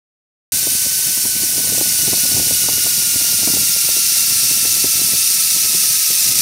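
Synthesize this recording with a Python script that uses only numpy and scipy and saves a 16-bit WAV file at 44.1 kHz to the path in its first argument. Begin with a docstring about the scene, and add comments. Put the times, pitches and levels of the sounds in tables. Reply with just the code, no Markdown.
"""High over a forest, a rider hears a zipline trolley run along its steel cable, starting mid-ride.
Its two wheels hiss on the cable and make the metal ring. Rolling over the twisted strands, they
whine at slightly different pitches, so the sound throbs, and it sinks as the trolley slows.
Rushing air rumbles on the microphone, and its swirls (eddies) hit it with short thumps."""
import sys
import numpy as np
from scipy import signal
from scipy.fft import rfft, irfft, next_fast_len
from scipy.io import wavfile

SR = 44100
rng = np.random.default_rng(int(sys.argv[2]) if len(sys.argv) > 2 else 0)


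def wrap_up_sound(samples):
    """Save the sound to the file named by the first command line argument, as 16-bit audio."""
    columns = np.atleast_2d(samples).T
    # keep every value between -1 and 1, then stretch to whole-number steps
    tamed = np.clip(columns, -1, 1)
    steps = np.round(tamed * 32767).astype(np.int16)
    wavfile.write(sys.argv[1], SR, steps)


N = 282681
START_S = 0.521   # silence until here

# How strong the rushing air is: time_s, level_db
WIND_STRENGTH = [(0.54, -41.5), (1.1, -43.5), (1.8, -39.5), (2.7, -39.5), (2.97, -42), (3.55, -39.5),
                 (4.04, -45.5), (4.45, -41), (5.1, -42), (5.25, -47.5), (5.85, -42.5), (6.04, -56),
                 (6.21, -48.5), (6.3, -40)]
# How the wind's rumble is spread from low to high: pitch_hz, level_db
RUMBLE_SPECTRUM = [(20, -42), (35, -30), (50, -12.5), (70, -5.5), (100, -3), (170, -4), (300, -9),
                   (450, -15.5), (750, -18), (1100, -30), (2000, -48)]


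def rolling_wheels(ring_trim_db=-0.23, chatter_hz=39.7, grit_hz=500, rough_from_s=6.1):
    """The wheels grind along the cable: a hiss and ringing metal, both shaken by uneven pressure."""
    # How hard the wheels grind: time_s, level_db
    grinding = [(0.55, -23), (0.75, -22), (1.45, -23.5), (2.08, -20), (2.95, -21), (3.25, -20), (3.9, -20),
                (4.12, -18.5), (5.3, -19.5), (6.2, -19)]
    # The fine hiss of steel on steel: pitch_hz, level_db
    hiss_spectrum = [(500, -29.5), (1100, -21), (1800, -14.5), (2300, -10), (3200, -15.5), (4900, -12),
                     (6700, -1), (7700, -3.5), (8800, 2), (9500, 2), (10500, -1), (12800, -3),
                     (14400, -1.5), (15200, -9)]
    # Narrow ringing peaks in that hiss: pitch_hz, width_hz, level_db
    hiss_peaks = [(8090, 85, -1.5), (9660, 170, 2), (14670, 200, 0.5)]
    # Pitches at which the wheels and side plates ring: pitch_hz, width_hz, level_db
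    trolley_peaks = [(2680, 335, -8), (3646, 320, -7), (4100, 410, -4.5), (4610, 173, 1), (5120, 52, 3),
                     (5480, 390, 1.5), (5950, 384, 2.5)]
    grind_db, = curves_in_time(grinding)
    hiss_db = -15.5 + 0.38 * (grind_db + 20)   # the hiss only partly follows the grinding
    noise = shimmering_noise()
    hiss = from_db(hiss_db) * unit_level(shape_tone(noise, hiss_spectrum) + ringing(noise, hiss_peaks))
    # Small metal parts give off little sound below their lowest ringing pitch.
    low_cut = signal.butter(3, 2000, "high", fs=SR, output="sos")
    metal = signal.sosfilt(low_cut, ringing(noise, trolley_peaks))
    ring = from_db(grind_db + ring_trim_db) * unit_level(metal)
    # The chatter deepens by 5 dB a second on the last stretch.
    chatter_db = 0.3 + 5 * np.maximum(np.arange(N) / SR - rough_from_s, 0)
    pressure = from_db(chatter_db * wander(chatter_hz) + 0.58 * wander(grit_hz))
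    return pressure * (hiss + ring)


def shimmering_noise(shimmer_db=-6.0, tone_fade_s=0.019, count=7000):
    """Noise with a faint, flickering shimmer of very short tones at random pitches."""
    start, pitch, phase = rng.random((count, 3)).T[:, :, None]
    age = np.arange(SR // 40)   # in samples
    tones = np.exp(-age / (tone_fade_s * SR)) * np.sin(np.pi * pitch * age + 2 * np.pi * phase)
    positions = (start * N).astype(int) + age
    shimmer = np.bincount(positions.ravel(), tones.ravel(), N)[:N]   # add each tone in its place
    return unit_level(rng.standard_normal(N) + from_db(shimmer_db) * unit_level(shimmer))


def ringing(noise, peaks):
    """Rubbing keeps metal ringing, each pitch driven by a different stretch of the noise."""
    sound = np.zeros(N)
    for pitch_hz, width_hz, level_db in peaks:
        decay = np.exp(-np.pi * width_hz / SR)
        feedback = [1, -2 * decay * np.cos(2 * np.pi * pitch_hz / SR), decay * decay]
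        push = np.roll(noise, rng.integers(N))
        sound += from_db(level_db) * (1 - decay * decay) / 2 * signal.lfilter([1, 0, -1], feedback, push)
    return sound


def whine(pitch_gap_hz=20):
    """Two wheels sound a little apart in pitch, so they throb; the quieter one runs less evenly."""
    # The trolley's speed, as strands crossed each second: time_s, pitch_hz
    speed = [(0.55, 1517), (1.3, 1504), (1.95, 1471), (2.6, 1450), (3.2, 1413), (4.3, 1356), (5.3, 1315),
             (6.38, 1269)]
    # The tone swells as it glides through this broad peak: centre_hz, half_width_hz, top_db
    tone_peak = (1430, 130, -42.5)
    # The peak for the tone an octave higher: centre_hz, half_width_hz, top_db
    octave_peak = (2790, 180, -38)
    pitch_hz, = curves_in_time(speed)
    tone_db = level_near_peak(pitch_hz, tone_peak)
    octave_db = level_near_peak(2 * pitch_hz, octave_peak)
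    first = wheel_tone(pitch_hz, tone_db, octave_db, wobble_hz=1.78)
    second = wheel_tone(pitch_hz + pitch_gap_hz, tone_db - 5.5, octave_db - 9, wobble_hz=6.06)
    return first + second


def wheel_tone(pitch_hz, tone_db, octave_db, wobble_hz, flutter_db=1.0, octave_flutter_db=3.0):
    """One wheel bumps over the twisted strands: a slightly unsteady tone and its rougher octave."""
    phase = 2 * np.pi * np.cumsum(pitch_hz + wobble_hz * wander(27.7)) / SR
    tone = from_db(tone_db + flutter_db * wander(21)) * np.sin(phase)
    octave = from_db(octave_db + octave_flutter_db * wander(35)) * np.sin(2 * phase)
    return np.sqrt(2) * (tone + octave)


def wind_thumps(kick_s=0.00067, rise_s=0.0022, thud_s=0.011, slap_s=0.0069, tail_s=0.032):
    """Each eddy hits the microphone: a quick pressure kick, a thud, a higher slap and a rumbling tail."""
    # Large swirls of air bursting on the microphone: time_s, strength_db, brightness_db
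    large_eddies = [(0.671, -19, -3.5), (0.751, -24, -18), (0.861, -23, -13), (1.254, -17.5, -8),
                    (1.435, -23.5, -9), (1.581, -16, -11), (1.65, -24.5, -7), (1.723, -17.5, -11),
                    (1.779, -19, -7), (1.812, -17, -6), (2.08, -12, -13), (2.132, -12.5, -6.5),
                    (2.368, -16, -8), (2.398, -14.5, -12), (2.51, -19, -5), (2.687, -16, -0.5),
                    (2.864, -21.5, -2.5), (3.43, -20.5, -7), (3.475, -12.5, -10), (3.537, -17, -6),
                    (3.571, -18.5, -5.5), (3.89, -21, -6.5), (3.968, -22, -9), (4.511, -17.5, -10),
                    (4.654, -24, -12), (4.844, -14.5, -5.5), (5.017, -23, -9), (5.135, -17.5, -12),
                    (5.561, -23, -13), (5.747, -20.5, -14), (6.105, -21, -18)]
    # The dull thud of an eddy: pitch_hz, level_db
    thud_spectrum = [(30, -35), (70, -14), (130, -6), (300, 0.5), (450, -6.5), (700, -16), (1500, -58)]
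    # Its brighter slap: pitch_hz, level_db
    slap_spectrum = [(150, -13), (400, -4), (700, 2.5), (1000, -6.5), (1400, -16.5), (2500, -46)]
    t = np.arange(N) / SR
    thud_noise, slap_noise, tail_noise = (
        unit_level(shape_tone(rng.standard_normal(N), spectrum))
        for spectrum in (thud_spectrum, slap_spectrum, RUMBLE_SPECTRUM))
    kick, thud, slap, tail = np.zeros((4, N))
    for time_s, strength_db, brightness_db in np.vstack([large_eddies, small_eddies()]):
        size, direction = rng.standard_normal(2)
        near = slice(int((time_s - .05) * SR), int((time_s + .15) * SR))
        age = t[near] - time_s
        passing = age / (kick_s * from_db(2 * size))   # smaller eddies pass faster
        swing = np.sign(direction) * passing * np.exp((1 - passing ** 2) / 2)
        kick[near] += from_db(strength_db - 7.5) * swing
        swell = from_db(strength_db) * np.exp(np.minimum(age, 0) / rise_s)
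        after_s = np.maximum(age, 0)
        thud[near] += swell * np.exp(-after_s / thud_s) * from_db(-10)
        slap[near] += swell * np.exp(-after_s / slap_s) * from_db(brightness_db - 4)
        tail[near] += swell * np.exp(-after_s / tail_s) * from_db(-22)
    return kick + thud * thud_noise + slap * slap_noise + tail * tail_noise


def small_eddies(count=120, typical_gap_s=1 / 12, spread_db=0.9):
    """Small swirls come at uneven times, and are stronger when the wind is stronger."""
    gap, size, brightness = rng.standard_normal((count, 3)).T
    time_s = START_S + np.cumsum(np.exp(gap / 2)) * typical_gap_s
    wind_db = np.interp(time_s, *np.transpose(WIND_STRENGTH))
    strength_db = wind_db + 12.5 + spread_db * size
    brightness_db = -4.5 + spread_db * brightness
    return np.transpose([time_s, strength_db, brightness_db])[time_s < N / SR]


def wind_rumble(boost_db=3.5, lumps_db=3.5, lumps_hz=35):
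    """Air churning over the microphone's opening makes a low, lumpy noise."""
    wind_db, = curves_in_time(WIND_STRENGTH)
    churning = rng.standard_normal(N) * from_db(lumps_db * wander(lumps_hz))
    return from_db(wind_db + boost_db) * unit_level(shape_tone(churning, RUMBLE_SPECTRUM))


def from_db(db):
    """Turn decibels into a number to multiply by."""
    return 10 ** (np.asarray(db) / 20)


def unit_level(x):
    """Scale a signal so that its average level (rms) is 1."""
    return x / np.sqrt(np.mean(x ** 2) + 1e-20)


def curves_in_time(rows):
    """Join a table's timed points with straight lines, giving a value at every sample."""
    time_s, *columns = np.transpose(rows)
    return [np.interp(np.arange(N) / SR, time_s, column) for column in columns]


def wander(rate_hz):
    """A smooth random wobble of typical size 1; a higher rate makes it quicker."""
    step, settle = 40, 2000   # one point every 40 samples; the first 2000 points are dropped
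    decay = np.exp(-2 * np.pi * step * rate_hz / SR)
    noise = rng.standard_normal(N // step + settle + 2)
    slow = signal.lfilter([1], [1, -2 * decay, decay * decay], noise)[settle:]
    return np.interp(np.arange(N) / step, np.arange(len(slow)), unit_level(slow))


def shape_tone(x, spectrum):
    """Turn each pitch up or down by a table of pitch_hz, level_db."""
    size = next_fast_len(N)
    pitch_hz, level_db = np.transpose(spectrum)
    every_hz = np.maximum(np.arange(size // 2 + 1) * SR / size, 1)
    gain = from_db(np.interp(np.log(every_hz), np.log(pitch_hz), level_db))
    return irfft(rfft(x, size) * gain, size)[:N]


def level_near_peak(pitch_hz, peak):
    """A tone's level in dB: the nearer it is to the peak's centre, the louder."""
    centre_hz, half_width_hz, top_db = peak
    return top_db - 10 * np.log10(1 + ((pitch_hz - centre_hz) / half_width_hz) ** 2)


def scene():
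    """Trolley and wind reach one microphone, which feeds both channels."""
    mono = rolling_wheels() + whine() + wind_rumble() + wind_thumps()
    return np.array([mono, mono])


def record(dry, low_cut_hz=48, high_cut_hz=15700):
    """The sound switches on suddenly; the deepest bass and the highest treble are cut."""
    switched_on = np.arange(N) / SR >= START_S
    low_cut = signal.butter(4, low_cut_hz, "high", fs=SR, output="sos")
    high_cut = signal.ellip(12, .1, 90, high_cut_hz, fs=SR, output="sos")
    return signal.sosfilt(high_cut, signal.sosfilt(low_cut, dry) * switched_on)


dry = scene()
out = record(dry)
wrap_up_sound(out)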